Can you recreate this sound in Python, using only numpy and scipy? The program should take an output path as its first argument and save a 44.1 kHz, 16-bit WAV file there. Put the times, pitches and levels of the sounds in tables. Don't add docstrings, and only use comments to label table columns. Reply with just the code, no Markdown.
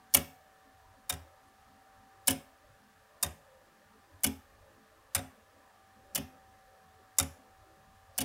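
import sys
import numpy as np
from scipy import signal
from scipy.fft import rfft, irfft
from scipy.io import wavfile
from scipy.ndimage import uniform_filter1d

SR = 44100
rng = np.random.default_rng(int(sys.argv[2]) if len(sys.argv) > 2 else 0)


def int16_out(signal):
    q = np.round(np.clip(np.atleast_2d(signal).T, -1, 1) * 32767)
    wavfile.write(sys.argv[1], SR, q.astype(np.int16))


def level_to_linear(level):
    exponent = np.asarray(level, float) / 20
    return 10 ** exponent


N = 363384

# start in seconds, peak in dB, ring of the struck part in Hz, chatter in # ms.
DROPS = [(0.1382, -12, 10000, 5.0), (0.1452, -4, 13900, 6.2), (1.096, -16, 13700, 5.0),
         (1.1029, -23, 10000, 3.6), (2.2716, -17.5, 14800, 3.7), (2.2788, -8.5, 5600, 5.7),
         (2.3051, -20, 14700, 5.0), (3.2267, -13.5, 6630, 7.1), (3.2315, -17.5, 8280, 5.0),
         (4.2334, -15, 10820, 5.5), (4.2404, -10, 10400, 5.7), (5.1471, -13, 9900, 10.2),
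         (6.1479, -18.5, 9800, 4.2), (6.1539, -17, 7490, 9), (6.1744, -25.5, 9950, 9),
         (7.1849, -8.5, 7800, 5.0), (7.197, -12, 9940, 2.7), (8.1784, -18.5, 10570, 5.0),
         (8.1829, -14.5, 8856, 5.0), (8.2106, -22, 9750, 5.6)]
# start in seconds, peak in dB, ring of the struck part in Hz.
GRAZES = [
    (1.0933, -25.5, 9020),
    (3.2259, -18.5, 7040),
    (5.1483, -16.5, 6040),
    (7.1839, -10.5, 7570),
]
# start in seconds, shove on the wall in dB, shove on
# the shelf in dB, then how well the knocks of that tick reach the wood in dB and the frame in dB.
PUSH = [(.157, -41, -27, -24, -33), (1.12, -33.5, -58, -30.5, -28.5), (2.287, -32.5, -26.5, -25.5, -31.5),
        (3.244, -38.5, -48.5, -25.5, -28.5), (4.254, -35.5, -23.5, -28, -31.5),
        (5.157, -32.5, -46, -25, -26), (6.182, -35.5, -28.5, -25.5, -31), (7.199, -32.5, -31, -33.5, -32),
        (8.195, -43, -26, -26.5, -32)]
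# mode in Hz, level in dB, t60 in seconds.
BRACKET = [(81, 4, 0.21), (92.45, -8.5, 0.19), (156.3, -2, 0.23), (227.4, -1, 0.16), (263.2, 2, 0.2),
           (342.6, -6, 0.11), (395, -5.5, 0.2), (445, -10, .15), (558.7, -5.5, 0.091), (617, -12.5, 0.079),
           (727, -8, 0.1), (830, -18.5, 0.12), (900, -15.5, 0.054)]
SUPPORT_HZ = [85, 150, 250, 600, 1500]


def evened(x):
    return x / np.sqrt(np.mean(x ** 2) + 1e-20)


def read(points, hz):
    f, value = np.transpose(points)
    return np.interp(np.log(hz + 1), np.log(f + 1), value)


def add(mix, s, sound):
    part = mix[round(s * SR):][:len(sound)]
    part += sound[:len(part)]


def coloured(noise, points):
    hz = np.fft.rfftfreq(len(noise), 1 / SR)
    return irfft(rfft(noise) * level_to_linear(read(points, hz)), len(noise))


def ring(hz, db, t60, t, phase=0):
    hz, db, t60, phase = (np.reshape(v, (-1, 1)) for v in (hz, db, t60, phase))
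    modes = level_to_linear(db - 60 * t / t60) * np.sin(2 * np.pi * (hz * t + phase))
    return modes.sum(0)


def metal(modes, t):
    damping, spread_db = 2.8, 3
    hz, width, db = np.transpose(modes)
    detune, luck = rng.standard_normal((2, len(hz)))
    short = t[:len(t) // 4]
    sound = ring(hz * (1 + .008 * detune), db + spread_db * luck, 2.2 / (damping * width), short)
    return np.pad(sound, (0, len(t) - len(short)))


def rattle(chatter_ms):
    knocks = rng.uniform(-1, 1, 1500) * (rng.random(1500) < .16)
    late = np.maximum(np.arange(1500) / SR - .0006, 0)
    onset = 1 - np.exp(-(late / .0004) ** 2)
    knocks *= onset * np.exp(-(late * 1000 / np.clip(chatter_ms, .3, 12)) ** 2.2)
    z = rfft(knocks)
    level = np.sqrt(uniform_filter1d(abs(z) ** 2, size=25) + 1e-12)
    return irfft(z / level, 1500) * (np.arange(1500) < 1200)


def driven(sounds, knocks):
    return signal.fftconvolve(sounds, knocks[None], axes=1)[:, :len(sounds[0])]


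def iron_tick(peak_db, own_hz, knocks, lower, t):
    # mode in Hz, width in Hz, level in dB.
    iron_modes = [(5260, 100, -2), (5660, 77, -11), (6840, 150, -23.5), (7390, 69, -13), (7400, 78, -6),
                  (8110, 69, -18), (8460, 59, -14), (9170, 86, -12.5), (9750, 37, -1.5), (10400, 42, 2.5),
                  (10984, 200, -18), (11800, 340, 4.5), (13600, 140, -30.5), (13900, 60, -4.5),
                  (14100, 80, 2.5), (14700, 48, -8.5)]
    # frequency in Hz, level in dB per Hz.
    crack_colour = [(350, -62), (600, -10.5), (1440, -13.5), (3710, -8), (4210, -44), (5560, 4), (10100, 4),
                    (12600, 2.5), (13700, 2), (15800, -17), (16700, -41.5)]
    crack = evened(coloured(rng.standard_normal(len(t)), crack_colour))
    crack *= np.exp(-t / 0.00066) + 0.19 * np.exp(-t / 0.0064)
    own_db = 1.5 + max(peak_db + 9, 0)
    parts = metal(iron_modes, t) + ring(own_hz, own_db, .018, t)
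    pair = driven([level_to_linear(10.0) * crack, parts], knocks)
    pair = signal.sosfilt(signal.butter(4, 4000, "high", fs=SR, output="sos"), pair)
    crack, parts = (coloured(v, [(9000, 0), (14000, -4.0 * lower)]) for v in pair)
    gain = level_to_linear(peak_db) / abs(crack + parts).max()
    return gain * parts, gain * crack


def frame_ring(frame_db, knocks, lower, share, t):
    # mode in Hz, width in Hz, level in dB.
    frame_modes = [(1216, 33, -8.5), (1780, 32, -24), (1990, 31, -9.5), (2110, 20, -0.5), (2230, 340, 5),
                   (2610, 35, -12.5), (3191, 44, -18.5), (3380, 190, 9.5), (3760, 80, 13), (4080, 56, -12),
                   (4460, 41, 6), (4766, 16, -14.5)]
    # mode in Hz, level in dB, t60 in seconds.
    pallet_modes = [
        [(2968, 9.5, 0.059), (3355, 5, 0.037)],
        [(3690, 11.5, 0.03), (2397, 0, 0.061)],
    ]
    # frequency in Hz, level in dB per Hz.
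    wash_colour = [(400, -28), (800, -4.5), (1500, -2), (2400, 0), (3600, -3), (4300, -14.5), (5200, -3),
                   (7000, -21)]
    wash = coloured(coloured(rng.standard_normal(len(t)), wash_colour), share)
    wash = level_to_linear(13.5) * evened(wash) * (np.exp(-t / 0.0029) + .1 * np.exp(-t / 0.042))
    frame = metal(frame_modes, t) + ring(*np.transpose(pallet_modes[lower]), t)
    wake = 1 - np.exp(-(t / .0014) ** 2)
    wash, frame = driven([wash * wake, frame * wake], knocks)
    gain = level_to_linear(frame_db + 8.5) / abs(wash + frame).max()
    return gain * frame, gain * wash


def reach_db(s, peak_db, tick_db, follow, touch_db, seating_s):
    first = min(row[0] for row in DROPS + GRAZES if abs(row[0] - s) < .3)
    return tick_db + follow * (peak_db + 15.5) + touch_db * np.exp(-(s - first) / seating_s)


def wood_modes(db, t, wake_turns):
    hz, _, t60 = np.transpose(BRACKET)
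    phase = .06 * rng.standard_normal(len(hz))
    out = np.zeros(len(t))
    for f, level, decay, turn in zip(hz, db, t60, phase):
        out += (1 - np.exp(-t * f / wake_turns)) * ring(f, level, decay, t, turn)
    return out


def contact(s, peak_db, own_hz, chatter_ms):
    # posts in dB, plate in dB.
    rap_colour = [
        (4, -0.5),
        (8.5, 5.5),
    ]
    t = np.arange(round(.3 * SR)) / SR
    tick = np.argmin([abs(row[0] - s) for row in PUSH])
    lower = tick % 2
    share = list(zip([*SUPPORT_HZ, 2600], [-9.0, -7.0, -5.0, *rap_colour[lower], 0]))
    rap_db = reach_db(s, peak_db, PUSH[tick][3], follow=.6, touch_db=-12.5, seating_s=.005)
    frame_db = reach_db(s, peak_db, PUSH[tick][4], follow=0.96, touch_db=-9, seating_s=.004)
    knocks = rattle(chatter_ms)
    parts, crack = iron_tick(peak_db, own_hz, knocks, lower, t)
    frame, wash = frame_ring(frame_db, knocks, lower, share, t)
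    hz, db, _ = np.transpose(BRACKET)
    rap = wood_modes(rap_db - 6.0 + db + read(share, hz), t, wake_turns=.9)
    return parts + frame, crack + wash, rap


def contacts():
    # start in seconds, peak in dB, ring of the struck part in Hz.
    bounces = [(0.1654, -19.5, 8600), (0.1698, -19, 8440), (0.1892, -36, 13900), (1.1232, -28.5, 6300),
               (1.1352, -35, 10200), (2.2961, -23, 6180), (2.3109, -26, 14700), (2.3212, -42, 10300),
               (2.3269, -33, 10300), (3.2434, -28.5, 8630), (3.261, -34, 6130), (4.2632, -21.5, 10200),
               (4.2692, -27.5, 8570), (5.1617, -27, 7300), (5.1774, -35, 7510), (5.1885, -36.5, 6360),
               (6.185, -55, 10400), (7.2062, -25.5, 9900), (7.2256, -26.5, 7650), (8.2042, -23.5, 9200),
               (8.2176, -28, 10400)]
    bounce_ms, graze_ms = 4.7, 0.96
    rows = DROPS + [(*row, bounce_ms) for row in bounces] + [(*row, graze_ms) for row in GRAZES]
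    tracks = np.zeros((3, N))
    for row in rows:
        for track, sound in zip(tracks, contact(*row)):
            add(track, row[0], sound)
    return tracks


def shove(wall_db, shelf_db):
    hz, db, _ = np.transpose(BRACKET)
    board_db = wall_db - 4.5
    support_db = [wall_db, board_db, shelf_db, shelf_db - 15.5, shelf_db - 29.5]
    push_db = read(list(zip(SUPPORT_HZ, support_db)), hz)
    t = np.arange(round(.4 * SR)) / SR
    return wood_modes(push_db + db * (hz > 200), t, wake_turns=0.59)


def slip(peak_db, hz, length_ms):
    t = np.arange(round(.06 * SR)) / SR
    band = [(hz * .5, -70), (hz * .8, -6), (hz, 0), (hz * 1.3, -6), (hz * 1.8, -70)]
    scrape = evened(coloured(rng.standard_normal(len(t)), band))
    return level_to_linear(peak_db - 13.0) * scrape * np.exp(-((t - .02) * 2000 / length_ms) ** 2)


def gear_slips():
    # middle of the swell in seconds, peak in dB, pitch in Hz, length in ms.
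    slip_events = [
        (0.11, -60, 7300, 22),
        (1.486, -61.5, 8900, 20),
        (2.841, -63.5, 5000, 10),
        (4.209, -54, 10500, 5),
        (8.16, -59.5, 5000, 38),
        (2.689, -61.5, 90, 30),
        (7, -40, 400, 18),
        (4.7, -61, 2700, 17),
    ]
    out = np.zeros(N)
    for s, *row in slip_events:
        add(out, s - .02, slip(*row))
    return out


def room(x):
    # frequency in Hz, t60 in seconds.
    room_decay = [(100, .3), (400, 0.23), (1200, .45), (3000, .45), (7000, 0.36), (11000, .33),
                  (16000, 0.47)]
    out, turn = np.zeros(N), np.arange(N) / SR * 1.3
    for k in range(3):
        taps = np.zeros(SR // 2)
        at = np.arange(200, SR // 2 - 12, 12)
        taps[at + rng.integers(0, 12, len(at))] = rng.choice([-1., 1.], len(at))
        hz, t, z = signal.stft(taps, SR, nperseg=256)
        fade = level_to_linear(-60 * t / read(room_decay, hz)[:, None])
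        tail = signal.istft(z * fade, SR, nperseg=256)[1]
        share = np.sqrt(2 / 3) * np.cos(np.pi * (turn + k / 3))
        out += signal.fftconvolve(x * share, tail / np.linalg.norm(tail))[:N]
    return out


def fan():
    # time in seconds, pitch in Hz, level in dB.
    whine = [(0, 762, -66.5), (1.6, 772, -67), (2.2, 776, -63), (2.6, 776.3, -71.5), (4, 788, -74),
             (5.4, 787, -74.5), (5.8, 773.4, -67.5), (6.3, 773.5, -63), (6.999, 761, -66.5),
             (8.24, 776, -67)]
    # frequency in Hz, level in dB.
    motor_lines = [(440, -71.5), (553, -87.5), (612, -88), (1168, -80.5), (1200, -78.5), (1301, -84),
                   (1588, -87), (1630, -88), (1658, -88), (1687, -83.5), (1715, -85.5), (1744, -85),
                   (1758, -84), (1772, -84.5), (1805, -87), (1829, -89), (1858, -86)]
    t = np.arange(N) / SR
    s, hz, db = np.transpose(whine)
    turns = np.cumsum(np.interp(t, s, hz)) / SR
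    out = level_to_linear(np.interp(t, s, db)) * np.sin(2 * np.pi * turns)
    for hz, db in motor_lines:
        waver_db = 2.1 * np.interp(t, np.linspace(0, t[-1], 30), rng.standard_normal(30))
        out += level_to_linear(db + waver_db) * np.sin(2 * np.pi * (hz * t + rng.random()))
    return np.sqrt(2) * out


def air():
    # frequency in Hz, level in dB per Hz.
    air_colour = [(15, -18.5), (45, -1), (95, 4.5), (150, -14), (220, -5), (320, -8.5), (550, -5.5),
                  (700, -12), (1180, -11), (1450, -14), (1750, -13.5), (2200, -20), (5000, -25),
                  (16000, -31.5)]
    # peak time in seconds, rise over the bed in dB, length in seconds.
    rumble = [(.85, 13.5, .3), (1.554, 7.5, .25), (1.982, 8, .08), (2.19, 10, .1), (2.69, 15.5, .12),
              (3.02, 6.5, .1), (3.6, 5, .2), (3.93, 7, 0.23), (4.15, 12, .1), (4.6, 12.5, .3),
              (5.1, 8, 0.28), (5.45, 4.5, .2), (6.05, 10.5, .25), (6.55, 8, 0.33), (7.12, 7.5, .25),
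              (7.6, 9.5, 0.22), (7.95, 10, .25), (8.1, 13, .1)]
    air_db, rumble_bed_db = -61, -8.5
    frames, hz = N // 512 + 6, np.fft.rfftfreq(2048, 1 / SR)
    a, b, patches = rng.standard_normal((frames, 1025, 3)).T
    patches = evened(uniform_filter1d(uniform_filter1d(patches, 5, 0), 10, 1))
    lumpy_db = read([(60, 1.7), (300, 6.6), (2000, .8), (8000, .3)], hz)[:, None] * patches
    t = np.arange(frames) * 512 / SR
    swells = [db * np.exp(-(2 * (t - s) / length) ** 2) for s, db, length in rumble]
    rumble_db = rumble_bed_db + np.max(swells, 0)
    level_db = read(air_colour, hz)[:, None] + lumpy_db + (hz < 120)[:, None] * rumble_db
    noise = signal.istft((a + 1j * b) * level_to_linear(level_db), nperseg=2048, noverlap=1536)[1][:N]
    return level_to_linear(air_db) * evened(noise)


def scene():
    ringing, diffuse, wood = contacts()
    for s, wall_db, shelf_db, *_ in PUSH:
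        add(wood, s, shove(wall_db, shelf_db))
    diffuse = diffuse + gear_slips()
    wood = signal.sosfilt(signal.butter(5, 62, "high", fs=SR, output="sos"), wood)
    answer = room(level_to_linear(-28.5) * ringing + level_to_linear(-18.5) * diffuse + level_to_linear(-5.0) * wood)
    return (ringing + diffuse + wood + answer + air() + fan())[None]


def hum_filter(x):
    for k in range(1, 9):
        x = signal.lfilter(*signal.iirnotch(k * 60, 7.0, SR), x)
    return x


def low_pass(x, taps, cutoff_hz):
    fir = signal.firwin(taps, cutoff_hz, window=("kaiser", 9), fs=SR)
    return signal.oaconvolve(x, fir[None], "same")


def pre_hiss(x):
    ahead = np.sqrt(abs(uniform_filter1d(x ** 2, 800, origin=-399)))
    hiss = coloured(rng.standard_normal(N), [(1500, -20), (3000, -0.5), (15600, -1.5), (15900, -58)])
    return level_to_linear(-40.5) * ahead * evened(hiss)


def top_cut(x):
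    return signal.sosfilt(signal.butter(12, 16840, fs=SR, output="sos"), x)


def record(dry):
    x = hum_filter(dry)
    narrow, wide = low_pass(x, 511, 15850), low_pass(x, 161, 15950)
    loud_db = 10 * np.log10(abs(uniform_filter1d(x ** 2, 300)) + 1e-14)
    opening = np.clip((loud_db + 46) / 15, 0, 1)
    mix = narrow + (wide - narrow) * opening + pre_hiss(narrow)
    return top_cut(mix)


dry = scene()
out = record(dry)
int16_out(out)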